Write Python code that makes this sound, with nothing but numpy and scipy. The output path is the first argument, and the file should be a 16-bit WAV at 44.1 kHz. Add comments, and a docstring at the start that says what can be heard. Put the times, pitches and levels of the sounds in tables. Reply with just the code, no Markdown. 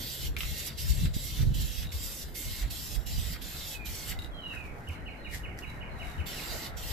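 """Spray painting by a brick wall.

An aerosol can hisses in short passes with one longer pause: a turbulent jet that spits and splutters.
The mixing ball rings the can, and the painter's shoes and clothes rub as they shift position.
A songbird whistles long falling notes and a run of chirps; a farther bird peeps.
Wind eddies buffet the two microphone ports over a distant wash of traffic."""
import sys
import numpy as np
from scipy import signal
from scipy.fft import rfft, irfft
from scipy.io import wavfile
from scipy.ndimage import uniform_filter1d

SR = 44100
rng = np.random.default_rng(int(sys.argv[2]) if len(sys.argv) > 2 else 0)


def unload_audio(sound):
    """Save the sound as a 16-bit wav file, at the path given as the first command line argument."""
    columns = np.transpose(np.atleast_2d(sound))
    # keep every value between -1 and 1, then stretch to whole-number steps
    steps = np.round(np.clip(columns, -1, 1) * 32767)
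    wavfile.write(sys.argv[1], SR, steps.astype(np.int16))


N = 305172
TIME = np.arange(N) / SR
HZ = np.fft.rfftfreq(512, 1 / SR)
N_FRAMES = N // 128 + 5


def amp(db):
    """Decibels to gain."""
    return 10 ** (np.asarray(db) / 20)


def unit(x):
    """Scales to rms 1."""
    return x / np.sqrt(np.mean(abs(x) ** 2) + 1e-20)


def read(points, hz):
    """Reads a spectrum on a log-frequency axis."""
    f, value = np.transpose(points)
    return np.interp(np.log(hz + 1), np.log(f + 1), value)


def follow(rows, t):
    """Reads every column of a curve at the times t."""
    times, *columns = np.transpose(rows)
    return [np.interp(t, times, column) for column in columns]


def swell(t, centre_s, half_s):
    """Gaussian bump of height 1."""
    return np.exp(-((t - centre_s) / half_s) ** 2)


def panned(db):
    """Left and right gains for an L-R level difference."""
    return amp(np.array([[.5], [-.5]]) * db)


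def port_power(db, pan_db):
    """Left and right power for a mean level and an L-R difference."""
    sides = panned(pan_db) ** 2
    return amp(db) ** 2 * sides / sides.mean(0)


def add(mix, start_s, sound):
    """Mixes a sound in at start_s."""
    part = mix[:, max(round(start_s * SR), 0):][:, :sound.shape[-1]]
    part += sound[..., :part.shape[1]]


def noise(size, shared):
    """Stereo white noise plus a common part of gain `shared`."""
    return rng.standard_normal((2, size)) + shared * rng.standard_normal(size)


def coloured(x, points):
    """Gives a signal a spectrum and rms 1."""
    size = x.shape[-1]
    gain = amp(read(points, np.fft.rfftfreq(size, 1 / SR)))
    return unit(irfft(rfft(x) * gain, size))


def drift(shape, cell):
    """Smooth random field of rms 1, with a cell size per axis."""
    x = rng.standard_normal(shape)
    for axis, count in enumerate(cell):
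        x = uniform_filter1d(uniform_filter1d(x, count, axis), count, axis)
    return unit(x)


def port_noise(coherence):
    """Random short-time spectra at two partly coherent ports."""
    a, b, c, d = rng.standard_normal((4, N_FRAMES, len(HZ)))
    left, independent = a + 1j * b, c + 1j * d
    same = np.clip(read(coherence, HZ), -1, 1)
    return np.array([left, same * left + np.sqrt(1 - same ** 2) * independent])


def waves(spectra):
    """Short-time spectra to sound."""
    return signal.istft(spectra.swapaxes(1, 2), nperseg=512, noverlap=384)[1][:, :N]


def band_rms(x, band_hz):
    """Rms of the mid channel within a band."""
    sos = signal.butter(4, band_hz, "band", fs=SR, output="sos")
    return np.std(signal.sosfilt(sos, x.mean(0)))


def yard(x, t60_s, wet_db, dry=1):
    """Adds decaying scattered reflections, different at each port."""
    t = np.arange(SR // 2) / SR
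    tail = rng.standard_normal((2, len(t))) * amp(-60 * t / t60_s) * (t > .003)
    tail /= np.linalg.norm(tail, axis=1, keepdims=True)
    return dry * x + amp(wet_db) * signal.fftconvolve(x, tail, axes=1)[:, :N]


def puffs(rows, colour, gain_db, rise_s):
    """Sudden, fast-decaying noise bursts."""
    out, t = np.zeros((2, N)), np.arange(4096) / SR
    for start_s, db, t60_s in rows:
        envelope = np.minimum(t / rise_s, 1) * amp(db + gain_db - 60 * t / t60_s)
        add(out, start_s, envelope * coloured(noise(len(t), shared=1), colour))
    return out


def tone(hz, db, waver, waver_samples=150):
    """A sine wavering about a pitch curve."""
    turns = np.cumsum(hz * (1 + waver * drift(hz.shape, cell=(waver_samples,)))) / SR
    return np.sqrt(2) * amp(db) * np.sin(2 * np.pi * turns) * signal.windows.tukey(len(hz), .12)


def slur(length_s, hz, octaves_per_s, db, ends_db, waver):
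    """A gliding note, loudest in the middle."""
    t = np.arange(0, length_s, 1 / SR)
    return tone(hz * 2 ** (octaves_per_s * t), db + ends_db * (2 * t / length_s - 1) ** 2, waver)


# t/s, rumble/dB, tyres/dB
TRAFFIC_LEVELS = [(0, -56, -60.5), (1.2, -58.5, -64), (2.2, -58.5, -61.5), (3.1, -58, -60.5),
                  (4.85, -55.5, -56), (5.39, -55.5, -58), (5.75, -54.5, -54.5), (6.5, -54, -51.5),
                  (6.92, -56.5, -54.5)]
# spectrum: f/Hz, level/dB
TRAFFIC_COLOUR = [(59, -27.5), (100, 8.5), (130, -7.5), (248, -8.5), (290, -8.5), (329, -12), (436, -12.5),
                  (517, -13), (649, -14.5), (1200, -21.5), (1500, -18.5), (1950, -45), (3300, -120)]
# treble loss with distance: f/Hz, gain/dB
TRAFFIC_ROLLOFF = [(1500, 12), (2000, 8.5), (2600, -2), (3500, -9.5), (6000, -20.5), (14000, -28)]
# f/Hz, L-R coherence
TRAFFIC_COHERENCE = [(100, 1), (300, 0.93), (600, 0.4), (1000, 0.0082), (2000, 0.085), (6000, 0.044)]


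def traffic(mottle_db=1.85):
    """Far engines and tyres merge into a dull, slowly swelling wash."""
    rumble_db, tyres_db = follow(TRAFFIC_LEVELS, TIME)
    colour_db = read(TRAFFIC_COLOUR, HZ.clip(0, 1450)) + read(TRAFFIC_ROLLOFF, HZ)
    spectra = port_noise(TRAFFIC_COHERENCE) * amp(colour_db)
    spectra *= amp(mottle_db * drift(spectra.shape[1:], cell=(24, 2)))
    upper = np.clip((HZ - 550) / 250, 0, 1)
    rumble, tyres = waves(spectra * (1 - upper)), waves(spectra * upper)
    rumble_rms, tyres_rms = band_rms(rumble + tyres, (330, 650)), band_rms(rumble + tyres, (700, 1400))
    return rumble / rumble_rms * amp(rumble_db) + tyres / tyres_rms * amp(tyres_db)


# t/s, length/s, f/Hz, level/dB
ENGINE_NOTES = [(0, 1.53, 137.3, -52), (3.55, 1.96, 847, -68)]


def engines():
    """Distant vehicles drone and whine."""
    out = np.zeros((2, N))
    for start_s, length_s, hz, db in ENGINE_NOTES:
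        add(out, start_s, tone(np.full(round(length_s * SR), hz), db, waver=0.0193, waver_samples=2500))
    return out


# t/s, level/dB, L-R/dB
BREEZE = [(0, -48.5, -6), (.3, -45.5, 0), (.62, -40, 5), (.8, -47.5, -3), (1.35, -41.5, -1),
          (1.75, -41.5, -5.5), (2.25, -48, -2), (2.75, -44.5, -7), (3.3, -40, -10), (3.55, -51, 2.5),
          (4.6, -51, -5.5), (5.3, -51, -1.5), (6.05, -47.5, 3), (6.4, -53, -3), (6.92, -42, 3)]
# centre/s, half length/s, level/dB, L-R/dB
GUSTS = [(0.937, 0.13, -33, 6), (1.054, 0.054, -29, 0.5), (1.168, 0.008, -29, -9), (1.472, 0.088, -29, -3),
         (1.606, 0.075, -31.5, -4), (3.18, 0.065, -37, 1), (3.924, 0.039, -44, 11), (4.28, 0.11, -45, -18),
         (6.16, 0.056, -54, -9)]
# spectra: f/Hz, level/dB
LARGE_EDDY_COLOUR = [(8.8, -39), (15, -20), (37, 5), (61, 5), (142, -12), (221, -19), (450, -43),
                     (580, -51), (990, -120)]
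SMALL_EDDY_COLOUR = [(60, -10), (130, 7), (180, -4), (280, -18.5), (500, -30), (1200, -61)]


def wind(gain_db=3, lumpy_db=5, breakup_db=-26):
    """Eddies buffet the ports; strong gusts break into smaller, faster ones."""
    power = port_power(*follow(BREEZE, TIME)) * amp(lumpy_db * drift((2, N), cell=(1, 2500))) ** 2
    for centre_s, half_s, db, pan_db in GUSTS:
        power += port_power(db, pan_db) * swell(TIME, centre_s, half_s) ** 2
    level_db = 10 * np.log10(power.mean(0))
    large = coloured(noise(N, shared=0.43), LARGE_EDDY_COLOUR)
    large /= np.sqrt(uniform_filter1d(large ** 2, size=4000) + 1e-9)
    small = coloured(rng.standard_normal((2, N)), SMALL_EDDY_COLOUR) * amp(level_db - breakup_db)
    return (large + small) * np.sqrt(power) * amp(gain_db)


# centre/s, level/dB, f/Hz, L-R/dB
EDDY_THUMPS = [(0.302, -19.5, 51.3, 0), (0.447, -27, 57.7, 7), (0.915, -15.5, 53, 16.5), (1.07, -36, 85, 5),
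               (1.469, -29, 50.3, -5), (1.56, -25, 130, 1), (1.958, -23.5, 75, 2), (2.637, -19.5, 44, -8),
               (2.981, -29.5, 50, -24), (3.186, -25, 62, 6), (3.89, -28, 56.3, -4), (4.904, -24, 79, -4),
               (6.203, -21.5, 78.5, 7)]


def thumps(gain_db=-6.5, half_s=0.024):
    """Single eddies push on the ports for a few slow cycles."""
    out, t = np.zeros((2, N)), np.arange(-3000, 3000) / SR
    for centre_s, db, hz, pan_db in EDDY_THUMPS:
        turns = hz * t + rng.random() + 0.55 * rng.random((2, 1))
        push = swell(t, 0, half_s) * np.sin(2 * np.pi * turns)
        add(out, centre_s + t[0], amp(db + gain_db) * panned(pan_db) * push)
    return out


# t/s, length/s, f/Hz, glide/(oct/s), level/dB
FAR_PEEPS = [(4.347, 0.045, 4090, -0.016, -63), (4.416, 0.13, 3860, -0.048, -61),
             (4.945, 0.046, 4090, -0.083, -67), (5.067, 0.056, 4130, 0.065, -68),
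             (5.173, 0.086, 4130, 0.075, -66), (5.238, 0.054, 3840, -0.13, -60),
             (5.671, 0.043, 3910, 0, -59.5), (5.905, 0.042, 4110, -0.062, -64),
             (5.959, 0.21, 3960, -0.4, -62)]


def far_bird(lead_s=.015, quaver_db=1.5):
    """Thin, broken notes that arrive only as reflections."""
    song = np.zeros((2, N))
    for start_s, length_s, hz, glide, db in FAR_PEEPS:
        add(song, start_s - lead_s, slur(length_s, hz, glide, db, ends_db=-4, waver=.014))
    reflections = yard(song, t60_s=0.39, wet_db=3, dry=0)
    return reflections * unit(amp(quaver_db * drift((2, N), cell=(1, 500))))


def chirp(length_s, tune, db, start_hz=2742, top_hz=2927, low_hz=2174, rise_share=0.302, ends_db=-5):
    """A quick hook up and down in pitch, strongest on the way down."""
    progress = np.linspace(0, 1, round(length_s * SR))
    rise = np.clip(progress / rise_share, 0, 1)
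    fall = np.clip((progress - rise_share) / (1 - rise_share), 0, 1)
    hz = top_hz - (top_hz - start_hz) * (1 - rise) ** 2
    hz -= (top_hz - low_hz) * np.sin(np.pi / 2 * fall) ** 1.53
    return tone(tune * hz, db + ends_db * (2 * progress ** 0.99 - 1) ** 2, waver=0.021)


# delay/s, length/s, f/Hz, glide/(oct/s), level re chirp/dB
AFTERNOTES = [(0.051, 0.036, 2390, -8, -8), (0.13, 0.03, 1893, -0.5, -5.5)]


def chirp_run(first_s=4.886, period_s=.1872, count=9, level_db=-42.5, lead_s=.015):
    """Evenly spaced chirps, no two alike, each trailed by two soft falling notes."""
    out = np.zeros((2, N))
    for k, (stretch, detune, softness) in enumerate(rng.uniform(-1.11, 1, (count, 3))):
        beat_s, tune = first_s + k * period_s, 1 + .02 * detune
        add(out, beat_s - lead_s, chirp(.041 * (1 + .14 * stretch), tune, level_db - 1.5 * softness))
        for delay_s, length_s, hz, glide, db in AFTERNOTES:
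            note = slur(length_s, hz * tune, glide, level_db + db, ends_db=-14, waver=0.014)
            add(out, beat_s + delay_s, note)
    return out


# t/s, length/s, start f/Hz, glide/(oct/s), level/dB
WHISTLES = [(3.638, 0.28, 2760, -1.0, -52), (3.9, 0.37, 2270, -0.61, -58.5),
            (4.304, 0.42, 3400, -1.58, -46.5)]
# delay/s, gain/dB
HOUSE_ECHOES = [(0.0055, -10), (0.014, -23), (.03, -18), (0.046, -11), (0.066, -17.5)]


def songbird(gain_db=-4, pan_db=-4.5, quaver_db=4, left_delay_s=0.00044, echo_fading_db=2):
    """Whistles and chirps from across the yard, echoed by the houses."""
    song = np.zeros((2, N))
    for start_s, length_s, hz, glide, db in WHISTLES:
        note = slur(length_s, hz, glide, db, ends_db=-9, waver=0.0066)
        add(song, start_s, note * amp(quaver_db * drift(note.shape, cell=(500,))))
    song += chirp_run()
    song[0] = np.roll(song[0], round(left_delay_s * SR))
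    heard = song.copy()
    for delay_s, db in HOUSE_ECHOES:
        # moving air fades each path in and out
        add(heard, delay_s, amp(db + echo_fading_db * drift((2, N), cell=(1, 3000))) * song)
    return amp(gain_db) * panned(pan_db) * yard(heard, t60_s=0.49, wet_db=-1)


# peak/s, level/dB, rise/s, fade/s
SCUFFS = [(4.24, -60, 0.014, 0.02), (4.55, -60, 0.07, 0.064), (4.665, -64, 0.033, .04),
          (4.79, -67, 0.033, 0.035), (4.93, -60.5, 0.055, 0.03), (5.346, -44.5, 0.021, 0.034),
          (5.593, -57, 0.0091, 0.042), (5.70, -65.5, .04, 0.11), (6.085, -57.5, 0.097, 0.11),
          (6.21, -65, .02, .02)]
# spectrum: f/Hz, level/dB
SCUFF_COLOUR = [(700, -6.5), (1300, -9), (1900, 3.5), (2700, -3), (3900, -1), (5000, -2.5), (7500, -4),
                (9200, -7.5), (12500, -3), (14500, -10)]


def scuffs(gain_db=-1, grain_db=1.5, rustle_from_s=4.2, rustle_to_s=5.8, rustle_db=-72.5):
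    """Soles and cloth rub as the painter rises."""
    rustling = 1. * ((TIME > rustle_from_s) & (TIME < rustle_to_s))
    power = amp(rustle_db) ** 2 * uniform_filter1d(rustling, size=800).clip(0, 1)
    for peak_s, db, rise_s, fade_s in SCUFFS:
        decay = np.maximum((peak_s - TIME) / rise_s, (TIME - peak_s) / fade_s).clip(0, 100)
        power += (amp(db) * np.exp(-decay)) ** 2
    rub = coloured(noise(N, shared=0.19), SCUFF_COLOUR) * amp(grain_db * drift((N,), cell=(110,)))
    return rub / band_rms(rub, (5000, 14500)) * amp(gain_db) * np.sqrt(power)


# centre/s, length/s, f/Hz, width/Hz, level/dB
FOOT_SCRAPES = [(4.551, 0.097, 1760, 700, -46), (5.344, 0.072, 1960, 330, -41.5),
                (6.053, 0.31, 720, 90, -51), (6.546, 0.074, 654, 400, -42.5)]


def scrapes():
    """A shifting foot makes dull swells of narrow-band friction noise."""
    out = np.zeros((2, N))
    for centre_s, length_s, hz, width_hz, db in FOOT_SCRAPES:
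        size = round(length_s * SR)
        band = np.exp(-2 * ((np.fft.rfftfreq(size, 1 / SR) - hz) / width_hz) ** 2)
        rub = unit(irfft(rfft(noise(size, shared=1)) * band, size))
        add(out, centre_s - length_s / 2, amp(db) * np.hanning(size) * rub)
    return out


# t/s, level/dB, t60/s, low edge/Hz
GRIT_TICKS = [(4.887, -32, 0.017, 6950), (5.5755, -42, 0.012, 1010), (5.5888, -29, 0.012, 1000),
              (5.9893, -50, 0.012, 5000)]
# spectrum: f/Hz, level/dB
GRIT_COLOUR = [(1000, -20), (1900, 9), (2700, 5), (3200, -17), (4400, -17), (5000, 4.5), (6100, -1),
               (7000, -11), (8200, -4), (9500, -17), (11500, -3), (14000, -11)]


def grit():
    """Grains crack under a shoe; the smaller the grain, the thinner its tick."""
    out = np.zeros((2, N))
    for start_s, db, t60_s, low_hz in GRIT_TICKS:
        tick = puffs([(start_s, db, t60_s)], GRIT_COLOUR, gain_db=-4, rise_s=.0003)
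        out += signal.sosfilt(signal.butter(3, low_hz, "high", fs=SR, output="sos"), tick)
    return out


# t/s, level/dB
BALL_KNOCKS = [(1.848, -40), (1.87, -39), (1.8908, -40), (1.905, -41), (2.659, -46), (2.679, -47),
               (3.012, -53), (4.1895, -32), (4.2207, -35.5), (4.246, -38), (4.259, -44)]
# f/Hz, level/dB, t60/s
CAN_MODES = [(2810, -7, 0.033), (3610, -10, 0.023), (3735, -3.5, 0.037), (3825, -1.5, 0.026),
             (4030, -12, .05), (4860, -12, 0.02), (7450, -22, .025), (12400, -24, .02)]


def mixing_ball(gain_db=-3.5, tick_db=-7.5, tick_s=0.0041):
    """Each knock of the ball is a tick that rings the can."""
    out, t = np.zeros((2, N)), np.arange(8000) / SR
    for start_s, db in BALL_KNOCKS:
        ring = 0
        for hz, mode_db, t60_s in CAN_MODES:
            turns = hz * t + rng.random() + 0.16 * rng.random((2, 1))
            ring += amp(mode_db - 60 * t / t60_s) * np.sin(2 * np.pi * turns)
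        tick = amp(tick_db) * np.exp(-t / tick_s) * rng.standard_normal((2, len(t)))
        add(out, start_s, amp(db + gain_db) * (ring + tick))
    return out


# t/s, level/dB, t60/s
SPITS = [(.3655, -38, 0.02), (.406, -34, 0.012), (.4328, -39.5, 0.012), (.4532, -40, 0.0064),
         (.6024, -47.5, 0.026), (1.056, -44.5, 0.032), (1.919, -55, 0.053)]
# spectrum: f/Hz, level/dB
SPIT_COLOUR = [(700, -35), (1250, -3.5), (2100, 5.5), (4100, 2.5), (6000, -11), (9000, -17), (14000, -12)]


def spits():
    """The nozzle spits clots of paint."""
    return puffs(SPITS, SPIT_COLOUR, gain_db=11.5, rise_s=0.00068)


# centre/s, half length/s, level/dB
SPLUTTERS = [(0.686, 0.038, -50.5), (1.407, 0.041, -51), (1.838, 0.032, -52.5), (2.64, 0.045, -50),
             (2.968, 0.018, -54), (3.354, .03, -49), (4.11, 0.036, -48.5), (6.66, 0.02, -61)]
# spectrum: f/Hz, level/dB
SPLUTTER_COLOUR = [(500, -9), (1000, -10), (1500, -1), (2100, 2.5), (2800, -12), (5000, -26), (14000, -40)]


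def splutters(grain_db=3, pan_db=-2):
    """The half-shut valve breaks the paint into coarse drops: a low, grainy rasp."""
    drops = coloured(noise(N, shared=1), SPLUTTER_COLOUR) * amp(grain_db * drift((N,), cell=(90,)))
    envelope = sum(amp(db) * swell(TIME, centre_s, half_s) for centre_s, half_s, db in SPLUTTERS)
    return panned(pan_db) * envelope * unit(drops)


# off the hand, the painted part and the bricks: delay/s, gain/dB
JET_BOUNCES = [(.001, -14), (.0022, -14), (.0047, -12), (.0079, -11), (.0118, -11), (.0163, -12)]


def bounce_ripple(sway_s=0.0001085):
    """Near reflections comb the jet's spectrum; the ripple slides as the hand sweeps."""
    ripple = 1
    for delay_s, db in JET_BOUNCES:
        path_s = delay_s + sway_s * drift((2, N_FRAMES, 1), cell=(1, 90))
        ripple += amp(db) * np.exp(-2j * np.pi * HZ * path_s)
    return abs(ripple)


# spectrum: f/Hz, level/dB
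JET_COLOUR = [(1470, -35), (2500, 4), (3560, 8), (4600, 6.5), (5200, 1), (5800, -0.5), (6460, -8.5),
              (7300, -2), (8860, -8.5), (9400, -9), (10600, -9), (12200, -1.5), (13500, -5), (14500, -52)]
# thinning towards the bass: f/Hz, gain/dB
JET_LOW_END = [(200, -25), (700, -21), (1200, -31), (1700, -0.5), (2100, 8), (2350, -2), (2600, 7),
               (2800, 6.5)]
# f/Hz, L-R/dB
JET_BALANCE = [(1000, 3), (2500, 4.5), (5000, 3.5), (7500, 3.5), (10000, 6.5), (13000, 2.5)]
# f/Hz, L-R coherence
JET_COHERENCE = [(500, .5), (1300, 0.39), (2200, 0.87), (4500, 0.54), (6400, 0.39), (7600, 0.82),
                 (9500, 0.041), (13000, 0.88)]
# f/Hz, left lead/rad
JET_PHASE = [(500, -1.5), (4700, 0.28), (5400, 0.99), (6200, -0.071), (8500, -1.7), (10000, 0.15),
             (14000, -2.05)]


def jet(port_sway_s=6e-6, mottle_db=2.5, flutter_db=0.5):
    """Turbulent noise of the open nozzle, split into upper hiss and lower body."""
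    colour_db = read(JET_COLOUR, HZ.clip(2800, 13400)) + read(JET_LOW_END, HZ)
    spectra = port_noise(JET_COHERENCE) * amp(colour_db)
    spectra *= panned(read(JET_BALANCE, HZ))[:, None] * bounce_ripple()
    # the moving hand shifts the delay between the ports
    port_delay_s = port_sway_s * drift((N_FRAMES, 1), cell=(200, 1))
    spectra[0] *= np.exp(1j * (read(JET_PHASE, HZ) + 2 * np.pi * HZ * port_delay_s))
    # faint, narrow random streaks mottle the hiss, and its level flutters slightly
    spectra *= amp(mottle_db * drift(spectra.shape[1:], cell=(22, 2)))
    spectra *= amp(flutter_db * drift((N_FRAMES, 1), cell=(4, 1)))
    upper = np.clip((HZ - 4400) / 1800, 0, 1)
    hiss, body = waves(spectra * upper), waves(spectra * (1 - upper))
    return hiss / band_rms(hiss + body, (5500, 14500)), body / band_rms(hiss + body, (2500, 5000))


# nozzle held down: from/s, to/s, level/dB, body re hiss/dB, dribble re press/dB
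PRESSES = [(0, 0.269, -45.5, 0, -15), (0.383, 0.678, -46.5, 0.7, -7), (0.778, 1.054, -45.7, -0.5, -11.5),
           (1.139, 1.424, -47, -1, -6), (1.543, 1.832, -46.5, -1.3, -18), (1.921, 2.229, -46.5, -2, -7),
           (2.349, 2.621, -46, -0.5, -9), (2.706, 2.954, -45, -3.3, -10.5), (3.065, 3.339, -47, 0.5, -11.5),
           (3.418, 3.747, -48, 0.4, -13), (3.855, 4.117, -46.5, 0, -17), (6.264, 6.666, -47.5, 2, -17.5),
           (6.771, 6.917, -49, 0.5, -20)]
# the jet sweeps over the part: centre/s, half length/s, hiss gain/dB, body gain/dB
FLARES = [(0.13, 0.026, 1.5, 2.5), (0.258, 0.028, 1, 3.5), (0.589, 0.023, 5, 0.5), (0.674, 0.023, 7.5, -1),
          (0.813, 0.03, 5, 0), (0.902, 0.02, 6.5, 2.5), (1.25, 0.056, 4, -0.5), (1.615, 0.014, 6, 1.5),
          (2.052, 0.039, 5, -1.5), (2.18, 0.06, 2, -2), (2.395, 0.04, 5, -1), (3.725, 0.078, 3, 1),
          (3.956, 0.01, 4.5, 1), (4.1, 0.02, 5.5, 2), (6.535, 0.022, 2.5, 4), (6.894, 0.026, 4.5, 3)]


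def spray(lead_s=0.012, rise_s=0.016, close_db_per_s=430, dribble_s=0.1, creep_db_per_s=0.5,
          hiss_db=0.02, body_db=-1.5, wander_db=0.63, pan_db=-5.5, onset_pan_db=-5.5, onset_s=0.0094):
    """The valve snaps open on the jet and eases shut; then the last gas dribbles out."""
    hiss, body = jet()
    flare_db = sum(db * swell(TIME, centre_s, half_s) for centre_s, half_s, db, _ in FLARES)
    body_flare_db = sum(db * swell(TIME, centre_s, half_s) for centre_s, half_s, _, db in FLARES)
    unsteady_hand_db = wander_db * drift((N,), cell=(1800,))
    out = np.zeros((2, N))
    for start_s, stop_s, press_db, full_db, dribble_db in PRESSES:
        on = (TIME >= start_s - lead_s) & (TIME < stop_s + .12)
        t = TIME[on]
        held_s, shut_s = np.maximum(t - start_s, 0), np.maximum(t - stop_s, 0)
        opening = np.clip((t - start_s + lead_s) / rise_s, 0, 1) ** 2
        closing = amp(-close_db_per_s * shut_s)
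        valve = opening * np.maximum(closing, amp(dribble_db) * np.exp(-shut_s / dribble_s))
        fullness_db = body_db + full_db + body_flare_db[on] + unsteady_hand_db[on]
        fullness_db += 2 * swell(t, stop_s, half_s=0.0063)  # coarser as the valve starts to close
        fullness_db += 4 * (1 - closing)  # the dribble is duller
        flow = amp(hiss_db + flare_db[on]) * hiss[:, on] + amp(fullness_db) * body[:, on]
        # further right at the onset and in flares
        side_db = pan_db + onset_pan_db * np.exp(-held_s / onset_s) - 0.42 * flare_db[on]
        out[:, on] += valve * amp(press_db + creep_db_per_s * held_s) * panned(side_db) * flow
    return out


def scene():
    """The painter near the wall, with birds, traffic and wind around."""
    paint = yard(spray() + splutters(), t60_s=0.053, wet_db=-5)
    knocks = yard(spits() + mixing_ball(), t60_s=0.15, wet_db=-1.5)
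    movement = scuffs() + scrapes() + grit()
    background = traffic() + engines() + wind() + thumps() + far_bird() + songbird()
    return background + movement + knocks + paint


def record(dry, edge_hz=14650):
    """The recorder's band limit."""
    low_pass = signal.firwin(401, edge_hz, window=("kaiser", 9), fs=SR)
    return signal.oaconvolve(dry, low_pass[None], "same")


dry = scene()
out = record(dry)
unload_audio(out)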